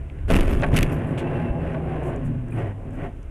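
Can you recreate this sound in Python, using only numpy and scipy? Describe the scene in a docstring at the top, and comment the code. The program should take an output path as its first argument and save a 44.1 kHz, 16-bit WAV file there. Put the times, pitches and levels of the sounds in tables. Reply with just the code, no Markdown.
"""Car panels crumple in a collision heard from inside the moving car: bursts of tiny crackles.
Noise cracks are the snapping plastic, low sine shoves the lurching body; loud peaks overload the microphone.
Tyres roar as dense random impacts with a tread whine and running-gear hum; engine tones rise, then sink.
Loose things slide, tick and squeak, and gritty noise scrubs under the slowing car."""
import sys
import numpy as np
from scipy import signal
from scipy.fft import rfft, irfft, next_fast_len
from scipy.io import wavfile
from scipy.ndimage import map_coordinates

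SR = 44100
rng = np.random.default_rng(int(sys.argv[2]) if len(sys.argv) > 2 else 0)


def store_wav(level_fs):
    """Save 16-bit WAV to argv[1]."""
    pcm = np.round(np.clip(np.atleast_2d(level_fs), -1, 1) * 32767)
    wavfile.write(sys.argv[1], SR, pcm.T.astype(np.int16))


N = 145530  # length in samples (3.3 s)

# Steady background sound: (frequency [Hz], gain [dB])
FLOOR_COLOUR = [(30, -3.5), (115, 10.5), (200, -8), (280, 1), (500, -10), (1000, -18), (2700, -22.5),
                (4400, -44.5), (6500, -40.5), (9700, -37), (12000, -47), (15000, -56)]
FLOOR_DB = -43
# Cabin resonances: (frequency [Hz], width [Hz], height over the rest [dB])
CABIN_RESONANCES = [(257.4, 12.6, 5.5), (282.2, 8.9, 3.5), (349, 11.6, 7.5), (401.6, 7, 7), (556, 39, 5),
                    (670, 16, 6.5), (874, 12, 6.5), (1016, 15, 6.5), (1521, 39, 4)]

# Engine: (time [s], firing rate [Hz], level [dB])
ENGINE_COURSE = [(0, 68.8, -34.5), (.3, 75.6, -44), (.9, 124.6, -37), (1.2, 102, -40.5), (1.42, 87.3, -33),
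                 (1.75, 71.32, -34), (2.05, 61.42, -30), (2.35, 52.1, -34), (2.6, 44.56, -45),
                 (3.3, 31.68, -37)]
# Multiples 1, 2, 3 ... of the firing rate: (level [dB])
ENGINE_ORDERS = [-1, -6.5, -20.5, -23]

# Running-gear hum, falling with road speed: (time [s], pitch [Hz], level [dB])
GEAR_COURSE = [(1.3, 167.8, -39), (1.7, 163, -33), (1.85, 157.4, -31.5), (2.25, 136.8, -33),
               (2.45, 122.6, -35), (2.57, 111.5, -29.5), (2.7, 99.2, -29.5), (2.8, 99.5, -39.5),
               (3.1, 88, -42.5)]
SQUEAL_S, SQUEAL_HOLD_S, SQUEAL_DB, SQUEAL_HZ = 1.14, 0.25, -54, 2686
# Tread whine: (multiple of the gear hum's pitch [-], level relative to the tyres' midrange [dB])
TREAD_STRANDS = [(3, -14.5), (4, -9.5), (5, -13)]
TREAD_ROUGHNESS = 0.0177  # pitch scatter, as a fraction of the pitch

# Tyre roar: (time [s], drone level [dB], midrange level [dB], grit level [dB])
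ROAR_LEVELS = [(.27, -58, -53, -60), (.5, -24.5, -33.5, -50.5), (.9, -27, -32.5, -44),
               (1.13, -28, -32, -43), (1.27, -27, -30.5, -42), (1.5, -29, -33, -44), (1.8, -33, -32.5, -46),
               (2.1, -32, -31, -43.5), (2.27, -27.5, -40, -50), (2.45, -34, -45, -59.5),
               (2.57, -30.5, -46, -51), (2.8, -39, -45.5, -68), (3.0, -30, -42, -51),
               (3.17, -44.5, -55.5, -86), (3.3, -69, -86, -86)]
# Colours of the three layers of roar: (frequency [Hz], gain [dB])
DRONE_SHAPE = [(50, -64.5), (95, -2), (125, 1), (160, 3), (185, -7.5), (205, -12.5), (232, -1), (262, -6),
               (310, -12), (450, -56), (1500, -110)]
MIDRANGE_SHAPE = [(150, -30.5), (280, -7), (370, -1.5), (470, -7), (600, -7.5), (780, -12), (950, -19),
                  (1100, -15.5), (1500, -41.5), (3000, -104)]
GRIT_SHAPE = [(500, -3.5), (1150, -1.5), (1600, 4.5), (2100, -1), (2800, -3.5), (3300, -14.5),
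              (4200, -28.5), (6500, -35), (9800, -26.5), (12000, -40), (15000, -48)]
GRAINS_PER_S, CRUMPLE_PER_S = 3000, 1700  # average number of little impacts a second

# Loose things sliding: (start [s], level [dB], hold [s], centre [Hz], width [octaves])
SLIDING_THINGS = [(0.5, -54, 0.017, 12200, 0.066), (0.916, -58, 0.021, 11400, 0.089),
                  (0.912, -54.5, 0.016, 7600, 1), (1.062, -64.5, 0.048, 9100, 0.38),
                  (1.175, -52.5, 0.014, 7700, .45), (1.173, -39.5, 0.016, 2600, 0.4),
                  (2.028, -61, 0.061, 8400, 0.46), (2.5, -64.5, 0.062, 9300, .25),
                  (2.242, -63.5, 0.019, 8300, 0.5), (2.92, -68.5, 0.034, 8300, .6)]
SLIDE_RISE_S, SLIDE_T60_S = 0.0055, 0.12
# Ticking trim: (time [s], level [dB], centre [Hz])
TRIM_TICKS = [(0.099, -42.5, 2200), (.188, -44, 1900), (.617, -42.5, 6500), (1.734, -60, 6260),
              (1.852, -63, 9000), (1.959, -62, 6800), (2.161, -49.5, 7410), (2.484, -56, 7140),
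              (2.588, -54, 7800), (2.907, -62, 7500), (3.229, -55, 6350)]
TICK_T60_S, TICK_OCTAVES = 0.014, 0.37
SQUEAK_S, SQUEAK_DB, SQUEAK_HZ, SQUEAK_T60_S = 2.521, -39, 2430, 0.035

# Scrubs under the car: (start [s], level [dB], rise [s], hold [s], fall by 60 dB [s])
UNDERSIDE_SCRUBS = [(2.537, -28.5, 0.047, 0.038, 0.25), (2.637, -36.5, 0.029, 0.049, 0.074),
                    (2.955, -30.5, 0.074, 0.033, 0.16)]
# Colour of the scrubbing: (frequency [Hz], gain [dB])
SCRUB_SHAPE = [(70, -21), (115, 9), (200, 0), (330, 3), (500, -3.5), (690, -4.5), (1000, -15),
               (1900, -16.5), (2900, -23), (4200, -49), (9500, -45), (15000, -59)]
# Ringing of the rubbed panel: (frequency [Hz], width [Hz], height over the rest [dB])
RUBBED_PANEL = [(720, 30, 8.5), (1146, 56, 5.5), (1895, 43, 7.5)]
SLIPS_PER_S = 2400

# Colour of the loose fragments: (frequency [Hz], gain [dB])
DEBRIS_SHAPE = [(300, 2), (800, 8), (2800, 3), (4200, -24), (10000, -15.5), (15000, -39)]
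DEBRIS_S, DEBRIS_DB, DEBRIS_HOLD_S, DEBRIS_T60_S, DEBRIS_PER_S = 0.456, -42.5, 0.41, 0.75, 170

# Low shaking of the body: (time [s], level [dB])
SHAKE_LEVEL = [(0, -32), (.16, -37.5), (.23, -24.5), (.33, -20.5), (.53, -14.5), (.62, -24.5), (.8, -19),
               (.9, -25), (1.02, -34), (1.8, -37.5), (2.25, -34), (2.5, -38.5), (3.05, -37.5), (3.3, -37.5)]
# Colour of the shaking: (frequency [Hz], gain [dB])
SHAKE_SHAPE = [(10, -20), (26, 9.5), (42, -2.5), (65, 3.5), (100, -2.5), (160, -30), (400, -45),
               (1000, -120)]
# Heavy shoves of the body: (time [s], level [dB], frequency [Hz])
BODY_SHOVES = [(.328, -8.5, 42.4), (0.391, -10.5, 22.2), (0.442, -12.5, 29.9), (0.476, -15, 32),
               (.732, 0, 113), (.790, -17, 42.3), (0.817, -19, 45), (1.501, -15.5, 49.4)]

# Snapping plastic: (time [s], level [dB])
PLASTIC_SNAPS = [(.3035, -36), (0.308, -31), (0.3199, -25.5), (0.3371, -24.5), (.3455, -24), (0.352, -36),
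                 (0.357, -25.5), (0.365, -22), (0.372, -32), (.408, -24.5), (.432, -43), (0.45, -46),
                 (0.456, -49), (.482, -47), (.495, -38), (0.512, -41), (0.534, -33), (0.74, -30),
                 (0.763, -14), (0.7686, -14), (.777, -21), (0.788, -17), (0.807, -23.5), (0.8291, -17)]
# Colour of the snaps: (frequency [Hz], gain [dB])
SNAP_SHAPE = [(300, -53), (1500, 7), (2700, 17), (4200, -2.5), (8000, -2), (12000, -2), (15500, -17)]
SNAP_T60_S = 0.018

# Hollow blows on a door panel: (time [s], level [dB])
DOOR_BLOWS = [(.622, -20.5), (.632, -24), (1.742, -34)]
BLOW_HOLD_S, BLOW_T60_S = 0.0029, 0.11
# The door panel's resonances: (frequency [Hz], width [Hz], level [dB])
DOOR_RESONANCES = [(547, 35, 3), (704, 45, -1), (895, 29, -1.5), (1120, 33, -5.5), (1510, 160, -9),
                   (1880, 140, -9.5), (2440, 310, -13)]

# Crumpling panels: (start [s], level [dB], hold [s], fall by 60 dB [s])
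PANEL_CRUNCHES = [(0.277, -28, 0.03, 0.16), (0.297, -16.5, 0.06, 0.081), (0.377, -21, 0.034, 0.066),
                  (0.426, -25.5, 0.024, 0.063), (0.465, -28, 0.039, 0.25), (0.517, -34, 0.04, 0.73),
                  (0.716, -29.5, 0.034, 0.13), (0.733, -24.5, 0.043, 0.14), (0.812, -25.5, 0.012, 0.16)]
# Colour of the panels: (frequency [Hz], gain [dB])
PANEL_SHAPE = [(40, -20.5), (130, 8.5), (190, 5.5), (280, 3), (560, -5), (900, -12.5), (1700, -12.5),
               (2900, -18.5), (4000, -34.5), (7000, -36.5), (10500, -34), (15000, -51)]

TOP_HZ = 15300  # the treble is cut above this


def amp(db):
    """Turn decibels into a plain multiplier."""
    return 10 ** (np.asarray(db) / 20)


def unit(x):
    """Scale to an average (rms) strength of 1."""
    return x / np.sqrt(np.mean(x ** 2) + 1e-20)


def clock():
    """The time of every sample, in seconds."""
    return np.arange(N) / SR


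def noise():
    """Plain white hiss."""
    return rng.standard_normal(N)


def curves(rows):
    """One value per sample for each column after the time."""
    s, *columns = np.transpose(rows)
    return [np.interp(clock(), s, column) for column in columns]


def wobble(rate):
    """A smooth random curve through `rate` random points a second."""
    points = rng.standard_normal(int(N * rate / SR) + 4)
    return map_coordinates(points, [np.arange(N) * rate / SR])


def tone(hz):
    """A sine whose pitch follows the curve hz."""
    return np.sin(2 * np.pi * np.cumsum(hz) / SR)


def colour(points):
    """Gain at any frequency, joined up from (frequency [Hz], gain [dB]) points."""
    f, db = np.transpose(points)
    return lambda hz: amp(np.interp(np.log(hz + 1), np.log(f + 1), db))


def band(centre_hz, octaves):
    """A bell-shaped gain with faint skirts."""
    return lambda hz: (1 + (np.log2((hz + 1) / centre_hz) / octaves) ** 2 / 2) ** -2


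def peaks(resonances, hz):
    """Gain of resonances standing over a flat response."""
    return amp(sum(db / (1 + (2 * (hz - centre) / width) ** 2) for centre, width, db in resonances))


def in_cabin(points):
    """A colour with the cabin's resonances on it."""
    return lambda hz: colour(points)(hz) * peaks(CABIN_RESONANCES, hz)


def through(x, gain):
    """Filter without sounding early (minimum phase), keeping the power of white noise."""
    m = 2 * next_fast_len(N * 2 // 3)
    wanted = unit(gain(np.fft.rfftfreq(m, 1 / SR)))
    cepstrum = irfft(np.log(np.maximum(wanted, 1e-6)), m)
    # Folding the cepstrum onto positive times makes the response start at once
    cepstrum[1:m // 2] *= 2
    cepstrum[m // 2 + 1:] = 0
    response = np.exp(rfft(cepstrum))
    return irfft(rfft(x, m) * response, m)[:N]


def grains(per_s, spread_db):
    """Random little impacts of uneven size, with an rms of 1."""
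    happens = rng.random(N) < per_s / SR
    direction = np.sign(noise())
    size = amp(spread_db * np.clip(noise(), -2, 2))
    return unit(happens * direction * size)


def envelope(start, rise, hold, t60):
    """Straight rise, hold, then a fall of 60 dB every t60 seconds."""
    t = clock() - start
    return np.clip(t / rise, 0, 1) * amp(-60 * np.maximum(t - rise - hold, 0) / t60)


def background():
    """Steady noise coloured by the cabin, with a slight wavering of level."""
    return amp(FLOOR_DB + 0.32 * wobble(11)) * through(noise(), in_cabin(FLOOR_COLOUR))


def engine():
    """Firing pulses hum at multiples of a rate that rises, then sinks as the engine slows."""
    hz, db = curves(ENGINE_COURSE)
    phase = 2 * np.pi * np.cumsum(hz * (1 + 0.0075 * wobble(14))) / SR
    hum = sum(amp(level) * np.sin((k + 1) * phase) for k, level in enumerate(ENGINE_ORDERS))
    return amp(db + 2.8 * wobble(9.8)) * unit(hum)


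def running_gear():
    """Turning parts hum at a pitch that falls with road speed."""
    hz, db = curves(GEAR_COURSE)
    hum = unit(tone(hz * (1 + 0.01087 * wobble(21.83))))
    return amp(db + 0.75 * wobble(10)) * hum * envelope(0.97, 0.53, 1.635, 0.26)


def tyre_squeal():
    """A sliding tyre squeals faintly: one tone with slow and fast pitch wobble."""
    squeal = unit(tone(SQUEAL_HZ * (1 + 0.00895 * wobble(20) + 0.0074 * wobble(300))))
    level = amp(SQUEAL_DB + 4.1 * wobble(24.3))
    return level * envelope(SQUEAL_S, 0.033, SQUEAL_HOLD_S, 1.4) * squeal


def tread():
    """The tread pattern sings in rough strands that sink with the road speed."""
    hz, _ = curves(GEAR_COURSE)
    _, midrange_db, _ = curves(ROAR_LEVELS)
    strands = np.zeros(N)
    for multiple, db in TREAD_STRANDS:
        strand = tone(multiple * hz * (1 + TREAD_ROUGHNESS * wobble(70)))
        strands += amp(db + 5.05 * wobble(18)) * strand
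    return amp(midrange_db) * envelope(1.0, 0.34, 0.83, 0.99) * strands


def tyres():
    """Tread impacts drone and roar through the cabin, with shared and separate flutter."""
    shared_flutter_db = 0.49 * wobble(45.07)
    shapes = (DRONE_SHAPE, MIDRANGE_SHAPE, GRIT_SHAPE)
    roar = np.zeros(N)
    for db, shape in zip(curves(ROAR_LEVELS), shapes):
        level = amp(db + shared_flutter_db + 1.45 * wobble(12.38))
        roar += through(level * grains(GRAINS_PER_S, spread_db=3), in_cabin(shape))
    return roar


def sliding():
    """Small objects rub as they slide, a hiss of many tiny impacts."""
    out = np.zeros(N)
    for s, db, hold, hz, octaves in SLIDING_THINGS:
        force = amp(db) * envelope(s, SLIDE_RISE_S, hold, SLIDE_T60_S)
        out += through(force * grains(GRAINS_PER_S, spread_db=4.5), band(hz, octaves))
    return out


def trim():
    """The trim ticks in short bands of noise and squeaks once as a fading tone."""
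    out = np.zeros(N)
    for s, db, hz in TRIM_TICKS:
        tick = amp(db) * envelope(s, 0.00033, 0, TICK_T60_S) * noise()
        out += through(tick, band(hz, TICK_OCTAVES))
    squeak = envelope(SQUEAK_S, 0.003, 0, SQUEAK_T60_S) * np.sin(2 * np.pi * SQUEAK_HZ * clock())
    return out + amp(SQUEAK_DB) * squeak


def scrubs():
    """Gritty rubbing swells and dies under the car, ringing the rubbed panel."""
    force = sum(amp(db) * envelope(s, rise, hold, t60) for s, db, rise, hold, t60 in UNDERSIDE_SCRUBS)
    ringing = lambda hz: in_cabin(SCRUB_SHAPE)(hz) * peaks(RUBBED_PANEL, hz)
    return through(force * grains(SLIPS_PER_S, spread_db=2), ringing)


def debris():
    """Loose fragments rattle: scattered hits each set off a short burst of noise."""
    hits = grains(DEBRIS_PER_S, spread_db=-0.5) * envelope(DEBRIS_S, 0.03, DEBRIS_HOLD_S, DEBRIS_T60_S)
    t = np.arange(SR // 50) / SR
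    ring = amp(-60 * t / SNAP_T60_S) * rng.standard_normal(len(t))
    rattle = signal.fftconvolve(hits, ring / np.linalg.norm(ring))[:N]
    return amp(DEBRIS_DB) * through(rattle, colour(DEBRIS_SHAPE))


def body(life_cycles=1.5):
    """Each shove pumps the cabin air for a cycle or two, over a low shaking."""
    shake_db, = curves(SHAKE_LEVEL)
    out = amp(shake_db) * through(noise(), colour(SHAKE_SHAPE))
    for s, db, hz in BODY_SHOVES:
        swing = np.sin(2 * np.pi * hz * (clock() - s))
        # Subtracted, so the first swing goes downward
        out -= amp(db) * envelope(s, 0.0036, 0.52 / hz, life_cycles / hz) * swing
    return out


def snaps():
    """Brittle plastic breaks in short bright cracks of noise."""
    force = sum(amp(db) * envelope(s, 0.00025, 0.00011, SNAP_T60_S) for s, db in PLASTIC_SNAPS)
    return through(force * noise(), colour(SNAP_SHAPE))


def door_gain(hz):
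    """A door panel's resonances added with alternating sign, dulled above about 3300 Hz."""
    total = 0
    for k, (centre, width, db) in enumerate(DOOR_RESONANCES):
        damping = 1j * hz * width
        total = total + (-1) ** k * amp(db) * damping / (centre ** 2 - hz ** 2 + damping)
    return abs(total) / (1 + (hz / 3300) ** 4)


def door():
    """Rattling blows ring the resonances of a door panel."""
    force = sum(amp(db) * envelope(s, 0.0017, BLOW_HOLD_S, BLOW_T60_S) for s, db in DOOR_BLOWS)
    return through(force * grains(CRUMPLE_PER_S, spread_db=6.0), door_gain)


def crumple(fracture_t60=0.0036):
    """Panels buckle in bursts of tiny fractures, each a short crackle."""
    force = sum(amp(db) * envelope(s, 0.0067, hold, t60) for s, db, hold, t60 in PANEL_CRUNCHES)
    fractures = grains(CRUMPLE_PER_S, spread_db=3.0) ** 2
    # Energy falls 120 dB while the sound's amplitude falls 60 dB
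    energy = signal.lfilter([1], [1, -amp(-120 / (fracture_t60 * SR))], fractures)
    crackle = unit(np.sqrt(np.abs(energy)) * noise())
    return through(force * amp(3.05 * wobble(220)) * crackle, in_cabin(PANEL_SHAPE))


def scene():
    """Add up the car's running sounds and the crash."""
    rolling = background() + engine() + running_gear() + tyre_squeal() + tread() + tyres()
    small_sounds = sliding() + trim() + scrubs()
    crash = debris() + body() + snaps() + door() + crumple()
    return (rolling + small_sounds + crash)[None]


def record(dry, top_up=0.18, top_down=0.4, hardness=6, leak=0.026):
    """The microphone saturates sooner upward than downward; the recorder blocks DC and cuts the top."""
    limit = np.where(dry > 0, top_up, top_down)
    clipped = dry / (1 + np.abs(dry / limit) ** hardness) ** (1 / hardness)
    # A little of what was clipped off leaks through
    overloaded = clipped + leak * (dry - clipped)
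    blocked = signal.lfilter(*signal.butter(1, 6, 'high', fs=SR), overloaded)
    return signal.sosfilt(signal.ellip(10, 0.1, 90, TOP_HZ, fs=SR, output='sos'), blocked)


dry = scene()
out = record(dry)
store_wav(out)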